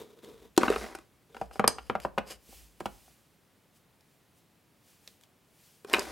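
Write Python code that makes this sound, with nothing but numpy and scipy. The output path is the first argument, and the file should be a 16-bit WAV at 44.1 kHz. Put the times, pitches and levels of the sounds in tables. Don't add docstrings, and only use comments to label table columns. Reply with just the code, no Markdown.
import sys
import numpy as np
from scipy import signal
from scipy.fft import rfft, irfft, next_fast_len
from scipy.io import wavfile

SR = 44100
rng = np.random.default_rng(int(sys.argv[2]) if len(sys.argv) > 2 else 0)


def digitize_waveform(pressure):
    field = np.atleast_2d(pressure).T
    bounded = np.clip(field, -1, 1)
    quanta = np.round(bounded * 32767).astype(np.int16)
    wavfile.write(sys.argv[1], SR, quanta)


N = 269847
TIME = np.arange(N) / SR
AGE = np.arange(SR // 2) / SR
SIDES = np.array([[1], [-1]])

# (time [s], grinding level [dB], hiss level [dB]), before the mixing gains
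SLIDES = [
    [(0.57, -60, -63), (0.622, -40.5, -52), (0.74, -42.5, -51.5), (0.778, -48.5, -50.5),
     (0.834, -48, -52.5), (0.96, -59, -67), (1.05, -74.5, -79.5)],
    [(5.87, -64, -63), (5.906, -52, -58.5), (5.952, -36.5, -49.5), (6.02, -48.5, -50), (6.066, -51.5, -52),
     (6.119, -52, -55.5)],
]
# (frequency [Hz], level [dB], decay time t60 [s])
METAL_MODES = [(4870, 0, .06), (4990, -3, .13), (5464, -11, .16), (6298, -14, .23), (6535, -15, .25),
               (7989, -15, .24), (8450, -3, .04), (8656, -5, .2), (8753, -12, .24), (10240, -9, .12),
               (11240, -5, .13)]
# (frequency [Hz], relative density [dB per Hz])
CRACK_SPECTRUM = [(800, -5.5), (2500, 1.5), (3800, 4), (5500, 1), (7300, -1), (10500, -4), (16000, -15.5)]
# (frequency [Hz], relative density [dB per Hz])
PAPER_SPECTRUM = [(200, -8.5), (500, 7.5), (900, -3.5), (1500, -3.5), (2500, -3), (3000, 1), (3600, -8),
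                  (4500, -5), (4900, -1), (5700, -6.5), (8800, -6.5), (10000, -12), (11300, -5.5),
                  (16000, -22.5)]


def undb(db):
    return 10 ** (np.asarray(db) / 20)


def unit(x):
    return x / np.sqrt(np.mean(x ** 2))


def peak(x, db):
    return x * undb(db) / np.abs(x).max()


def fade(t60):
    return np.exp(-np.log(1000) * AGE / t60)


def curve(rows, axis=1):
    rows = np.asarray(rows)
    return undb(np.interp(TIME, rows[:, 0], rows[:, axis], left=-150, right=-150))


def spectral_gain(points, size):
    hz, db = np.transpose(points)
    bins_hz = np.arange(size // 2 + 1) * SR / size
    return undb(np.interp(np.log(bins_hz + 1), np.log(hz), db))


def colour(x, spectrum):
    size = 4096
    cepstrum = irfft(np.log(spectral_gain(spectrum, size)))
    cepstrum[1:size // 2] *= 2
    cepstrum[size // 2 + 1:] = 0
    impulse_response = irfft(np.exp(rfft(cepstrum)))
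    return unit(signal.fftconvolve(x, impulse_response)[:len(x)])


def cut(x, hz, kind, order=2):
    corner_hz = np.minimum(hz, SR / 2 - 1000)
    return signal.sosfilt(signal.butter(order, corner_hz, kind, fs=SR, output="sos"), x)


def add(track, s, sound):
    start = max(int(s * SR), 0)
    track[start:start + len(sound)] += sound[:max(N - start, 0)]


def sideways(x, width):
    size = next_fast_len(N)
    return irfft(rfft(x, size) * spectral_gain(width, size), size)[:N] * SIDES


def ring(modes, scatter_db, detune):
    chance = rng.standard_normal((len(modes), 2))
    total = 0
    for k, ((hz, db, t60), (strength, loading)) in enumerate(zip(modes, chance)):
        tone = np.sin(2 * np.pi * hz * (1 + detune * loading) * AGE)
        total = total + (-1) ** k * undb(db + scatter_db * strength) * fade(t60) * tone
    return total


def burst(spectrum, t60):
    return colour(rng.standard_normal(len(AGE)), spectrum) * fade(t60)


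def friction(spectrum, rate, spread_db, patchy_db):
    slips = (rng.random(N) < rate / SR) * rng.standard_normal(N)
    slips = slips * undb(spread_db * np.minimum(rng.exponential(size=N), 4))
    pressure = unit(cut(rng.standard_normal(N), 35, "low"))
    return colour(slips * undb(patchy_db * pressure), spectrum)


def presses(rows, attack_s, t60):
    power = 0
    for s, length, db in rows:
        attack = np.clip(1 + (TIME - s) / attack_s, 0, 1) ** 2
        release = np.exp(-np.log(1000) * np.clip((TIME - s - length) / t60, 0, 2))
        power = power + (undb(db) * attack * release) ** 2
    return np.sqrt(power)


def sweeps(rows):
    drop_db, roundness = 22, 1.52
    power = 0
    for s, db, swell_s, fade_s in rows:
        away = np.minimum(np.maximum((s - TIME) / swell_s, (TIME - s) / fade_s), 10)
        power = power + undb(db - drop_db * away ** roundness) ** 2
    return np.sqrt(power)


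def jolts():
    # (time [s], thump peak [dB], thump frequency [Hz],
    # rattle peak [dB], rattle centre [Hz], crack peak [dB])
    jolt_rows = [(0.565, -58, 400, -53, 2500, -36), (.577, -8, 341, -12.5, 940, -7.5),
                 (0.639, -26, 368, -22, 900, -34), (.617, -29, 410.6, -25, 1100, -36),
                 (.632, -21, 254, -11, 980, -28), (0.681, -21, 290, -15.5, 1416, -42),
                 (0.7017, -12.5, 427, -29, 1900, -26.5), (.724, -42, 401, -23, 1600, -38.5),
                 (.760, -24.5, 437, -19.5, 1490, -35), (.95, -37.5, 345, -28.5, 1300, -34.5),
                 (0.987, -46, 305, -41, 1180, -42.5), (5.847, -36, 413, -40, 1460, -41.5),
                 (5.9366, -21, 413, -6.5, 2400, -15), (5.9443, -27, 329.7, -12, 2140, -23),
                 (5.984, -27, 403, -22.5, 960, -33)]
    out = np.zeros(N)
    for s, thump_db, thump_hz, rattle_db, rattle_hz, crack_db in jolt_rows:
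        thump = np.sin(2 * np.pi * thump_hz * AGE) * fade(.026) * (1 - fade(.018))
        frame = peak(rattle(rattle_hz), rattle_db)
        crack = peak(burst(CRACK_SPECTRUM, t60=.013), crack_db)
        add(out, s, peak(thump, thump_db) + frame + crack)
    return out


def rattle(hz):
    # (frequency [Hz], level [dB], decay time t60 [s])
    frame_modes = [(590, -8, .05), (775, -3, .04), (926, -5, .035), (1087, 0, .03), (1254, -3, .03),
                   (1500, -1, .022), (2050, -7, .025), (2326, -5, .025), (2540, 1, .028), (2760, 0, .022),
                   (3050, -8, .02), (3736, -5, .025), (3978, -5, .03), (5700, -10, .03)]
    favoured = [(f, db - 7 * np.log2(f / hz) ** 2, t60) for f, db, t60 in frame_modes]
    chatter = rng.standard_normal(len(AGE)) * fade(0.0088) * 0.1
    chatter[0] += 1
    frame = signal.fftconvolve(ring(favoured, scatter_db=1.5, detune=.022), chatter)[:len(AGE)]
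    contents = cut(rng.standard_normal(len(AGE)), [hz * 0.38, hz * 0.93], "band") * fade(0.018)
    return unit(frame) + undb(-6.5) * unit(contents)


def slides():
    # (frequency [Hz], relative density [dB per Hz])
    grind_spectrum = [(100, -29), (220, 1), (600, 1.5), (1300, -6), (2100, -6.5), (2800, -17.5),
                      (5500, -23.5), (9000, -35.5)]
    # (frequency [Hz], relative density [dB per Hz])
    hiss_spectrum = [(1500, -17.5), (3500, 3), (5300, 3.5), (7000, -2), (11000, -2.5), (16000, -14.5)]
    grind = undb(6) * friction(grind_spectrum, rate=1800, spread_db=2.0, patchy_db=2.0)
    hiss = undb(1.5) * friction(hiss_spectrum, rate=17000, spread_db=-0.3, patchy_db=0.8)
    return sum(grind * curve(rows, axis=1) + hiss * curve(rows, axis=2) for rows in SLIDES)


def catches():
    count, jitter_s = 11, 0.009
    level_db, scatter_db = 10.5, 2
    centre_hz, crack_db = 1200, -7
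    out = np.zeros(N)
    for rows in SLIDES:
        times, grind_db, _ = np.transpose(rows)
        moments = np.linspace(times[0], times[-1], count + 2)[1:-1]
        for s, (late, strength, place) in zip(moments, rng.standard_normal((count, 3))):
            s = s + jitter_s * late
            sound = peak(rattle(centre_hz * 2 ** (place / 3)), 0)
            sound = sound + peak(burst(CRACK_SPECTRUM, t60=0.011), crack_db)
            add(out, s, sound * undb(np.interp(s, times, grind_db) + level_db + scatter_db * strength))
    return out


def knocks():
    # (time [s], knock peak [dB], contact brightness [Hz],
    # tick level [dB], 4 dB above its peak)
    knock_rows = [(1.346, -37, 2550, -46.5), (1.3666, -34, 2596, -43), (1.414, -20, 1040, -39),
                  (1.5112, -36, 2200, -47.5), (1.557, -31, 990, -45.5), (1.595, -11, 1530, -28.5),
                  (1.641, -10.5, 1510, -37.5), (1.6779, -14, 2597, -37), (1.784, -26.5, 2900, -43),
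                  (1.898, -12.5, 1320, -35), (1.952, -15, 1500, -39), (2.049, -15.5, 1196, -39.5),
                  (2.1774, -15, 1400, -44), (2.1822, -16.5, 2400, -29), (2.308, -46.5, 2500, -36),
                  (2.526, -48, 597, -59.5), (2.805, -26, 1795, -34.5), (2.857, -18.5, 2320, -28),
                  (3.079, -49, 1000, -65)]
    # (frequency [Hz], level [dB], decay time t60 [s])
    bottom_modes = [(194, -15, .04), (235, -11, .04), (470, -10, .035), (598, -21, .07), (785, 2, .024),
                    (1090, -1, .013), (1430, -4, .016), (2180, -18, .02), (2800, -12, .02),
                    (4090, -22, .025), (5590, -22, .04)]
    # (frequency [Hz], relative density [dB per Hz])
    clatter_spectrum = [(120, -19), (220, 3.5), (330, -14.5), (480, 3.5), (800, -7.5), (1400, -5.5),
                        (2000, -12.5), (2800, -11.5), (3600, -16.5), (6000, -21.5), (14000, -35.5)]
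    # (frequency [Hz], relative density [dB per Hz])
    thud_spectrum = [(50, -12), (90, -3.5), (125, -0.5), (200, -10.5), (500, -32.5), (2000, -61.5)]
    # (time [s], peak level [dB])
    low_thuds = [(1.899, -30), (2.05, -32), (2.179, -27.5), (2.488, -48), (2.807, -32), (2.857, -30.5)]
    # (frequency [Hz], relative density [dB per Hz])
    low_thud_spectrum = [(50, -20), (110, -10), (190, 1), (310, 0.5), (550, -6.5), (1200, -29),
                         (3000, -43.5)]
    bounce_s, bounce_db = .005, -13
    desk_thud_db = -30
    out = np.zeros(N)
    for s, db, contact_hz, tick_db in knock_rows:
        low_hz = np.clip(140 * (contact_hz / 1700) ** 1.6, 100, 700)
        for delay_s, loss_db in ((0, 0), (bounce_s * (.5 + rng.random()), bounce_db)):
            panel = ring(bottom_modes, scatter_db=1.5, detune=.04)
            wood = unit(panel) + undb(1.5) * unit(burst(clatter_spectrum, t60=0.032))
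            wood = cut(cut(wood, contact_hz * 1.1, "low"), low_hz, "high")
            tick = peak(burst(CRACK_SPECTRUM, t60=.028), tick_db - 4.0)
            add(out, s + delay_s, undb(loss_db) * (peak(wood, db) + tick))
        add(out, s, peak(burst(thud_spectrum, t60=.09), db + desk_thud_db))
    for s, db in low_thuds:
        add(out, s, peak(burst(low_thud_spectrum, t60=0.072), db))
    return out


def clinks():
    # (time [s], reference level [dB])
    clink_rows = [(.953, -33), (1.6783, -9.5), (1.677, -7), (5.932, -22.5), (5.994, -20.5)]
    # (frequency [Hz], relative density [dB per Hz])
    clash_spectrum = [(900, -12), (1350, 1), (1900, -14), (4200, -14), (4920, 5), (5700, -12), (6500, -4),
                      (7300, -14), (8100, -6), (8600, 5), (9200, -14), (10700, -13), (11300, -6),
                      (14000, -28)]
    out = np.zeros(N)
    for s, db in clink_rows:
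        clash = peak(burst(clash_spectrum, t60=0.0084), db + 2.0)
        jingle = peak(burst(clash_spectrum, t60=0.18), db - 27)
        tones = peak(ring(METAL_MODES, scatter_db=1, detune=.001), db - 22)
        add(out, s, clash + jingle + tones)
    return out


def hands():
    # (start [s], length [s], level [dB])
    rub_rows = [(0, 0.021, -44), (.06, 0.079, -57), (.17, .02, -55.5), (.228, 0.091, -51.5),
                (.32, 0.082, -56), (.425, 0.029, -52), (1.3, 0.12, -62)]
    # (start [s], length [s], scrape level [dB])
    paper_rows = [(1.36, 0.095, -64.5), (1.535, 0.035, -57.5), (1.78, 0.12, -65.5), (2.025, 0.017, -54),
                  (2.275, 0.023, -50.5), (2.307, 0.011, -43.5)]
    # (fastest moment [s], level [dB], swell time [s], fade time [s])
    brush_rows = [(2.54, -52.5, 0.16, 0.23), (2.92, -60, 0.25, 0.5), (3.08, -64, .12, 0.12),
                  (3.765, -64, 0.037, .04), (4.12, -72.5, .15, .2), (4.38, -65.5, .05, 0.053),
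                  (4.89, -62, .11, 0.24), (5.08, -62, 0.12, 0.17), (5.23, -66, 0.032, .05),
                  (5.66, -60.5, 0.22, 0.31)]
    # (frequency [Hz], relative density [dB per Hz])
    finger_spectrum = [(80, -20), (250, -8.5), (370, -7), (445, 3.5), (550, -12.5), (800, -21.5),
                       (960, -15.5), (1400, -24.5), (3100, -27.5), (3600, -20), (4300, -29.5),
                       (15000, -35.5)]
    # (frequency [Hz], relative density [dB per Hz])
    cloth_spectrum = [(400, -2), (1200, -7), (3000, 0.5), (3800, -2.5), (4900, -0.5), (6500, -1),
                      (11000, -1), (16000, -4.5)]
    finger = friction(finger_spectrum, rate=5500, spread_db=1.0, patchy_db=1.5)
    finger = finger * presses(rub_rows, attack_s=0.013, t60=0.15)
    scrape = friction(PAPER_SPECTRUM, rate=3500, spread_db=0.0, patchy_db=1.0)
    damped_metal = ring(METAL_MODES, scatter_db=0.5, detune=.005) * fade(.06)
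    trinket = unit(signal.fftconvolve(scrape, damped_metal)[:N])
    paper = (scrape + undb(-7) * trinket) * presses(paper_rows, attack_s=0.028, t60=0.12)
    cloth = colour(rng.standard_normal(N), cloth_spectrum) * sweeps(brush_rows)
    return finger + paper + undb(-2.0) * cloth


def ticks():
    # (time [s], crack peak [dB])
    tick_rows = [(.246, -43.5), (2.001, -32.5), (2.802, -43), (4.008, -53), (5.076, -33.5), (5.211, -50),
                 (5.236, -45), (5.898, -35), (5.994, -32)]
    body_db = -12
    out = np.zeros(N)
    for s, db in tick_rows:
        crack = peak(burst(CRACK_SPECTRUM, t60=0.014), db)
        add(out, s, crack + peak(burst(PAPER_SPECTRUM, t60=.04), db + body_db))
    return out


def desk_sway():
    # (start [s], length [s], level [dB])
    sway_rows = [(.36, .06, -64), (.68, 0.073, -45.5), (1.42, 0.86, -55.5), (2.52, .08, -59),
                 (2.83, 0.12, -59.5), (5.98, .14, -55)]
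    mid = unit(cut(rng.standard_normal(N), [50, 64], "band"))
    side = unit(cut(rng.standard_normal(N), [54, 76], "band", order=4))
    return presses(sway_rows, attack_s=0.13, t60=0.75) * (undb(-1.0) * mid + undb(-7) * SIDES * side)


def room(x, wet_db):
    # (frequency [Hz], decay time t60 [s])
    room_decay = [(100, 0.43), (500, 0.32), (2000, 0.26), (6000, .27), (15000, 0.13)]
    # (frequency [Hz], side minus mid [dB])
    tail_width = [(60, 0), (110, 9), (220, -0.5), (400, -6), (700, -4), (1400, -8), (4400, -9), (8000, -6),
                  (15000, -9.5)]
    edges = np.geomspace(80, 18000, 9)
    hz, t60 = np.transpose(room_decay)
    tails = []
    for _ in range(2):
        tail = np.zeros(len(AGE))
        for lo, hi in zip(edges, edges[1:]):
            band_t60 = np.interp(np.log(lo * hi) / 2, np.log(hz), t60)
            tail += cut(rng.standard_normal(len(AGE)), [lo, hi], "band") * fade(band_t60)
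        tail = cut(tail, 7000, "low", order=1) * (AGE > .003) * (1 + 1.9 * fade(0.074))
        tails.append(signal.fftconvolve(x, tail / np.sqrt(np.sum(tail ** 2)))[:N])
    return undb(wet_db) * (tails[0] + sideways(tails[1], tail_width))


def room_tone():
    # (frequency [Hz], relative density [dB per Hz])
    air_spectrum = [(15, -47.5), (25, -19.5), (43, -11), (70, -8), (87, -2.5), (161, -1), (335, -7),
                    (840, -13), (1560, -17), (2690, -18.5), (6210, -24.5), (11600, -24.5), (16000, -26.5)]
    # (frequency [Hz], side minus mid [dB])
    air_width = [(60, -16), (110, -10.5), (200, -9), (380, -10), (700, -9.5), (1290, -9), (2380, -11.5),
                 (4400, -12), (8120, -14.5), (15000, -23)]
    mid, side = (colour(rng.standard_normal(N), air_spectrum) for _ in range(2))
    return undb(-66.5) * (mid + sideways(side, air_width))


def scene():
    # (time [s], left minus right [dB])
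    pan_rows = [(0, 1.5), (.58, 1.5), (.75, 0.2), (1.6, 1.9), (2.2, 1.3), (2.5, -0.7), (2.9, -1),
                (3.3, -0.5), (6, 1.3)]
    # (frequency [Hz], level [dB])
    glint_levels = [(4500, -19), (8300, -7), (11500, -19.5)]
    metal = clinks()
    wood_and_paper = jolts() + knocks() + slides() + hands() + ticks() + catches()
    pan_db = np.interp(TIME, *np.transpose(pan_rows))
    shifted = np.imag(signal.hilbert(metal, next_fast_len(N)))[:N]
    metal_pan_db = -0.1
    direct = wood_and_paper * undb(SIDES * pan_db / 2) + metal * undb(SIDES * metal_pan_db / 2)
    direct = direct + sideways(shifted, glint_levels)
    return direct + room(wood_and_paper + metal, wet_db=-14.5) + desk_sway() + room_tone()


def record(dry):
    top_hz = 16100
    without_bass = cut(dry, 42, "high", order=4)
    return signal.sosfilt(signal.ellip(10, .2, 80, top_hz, fs=SR, output="sos"), without_bass)


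dry = scene()
out = record(dry)
digitize_waveform(out)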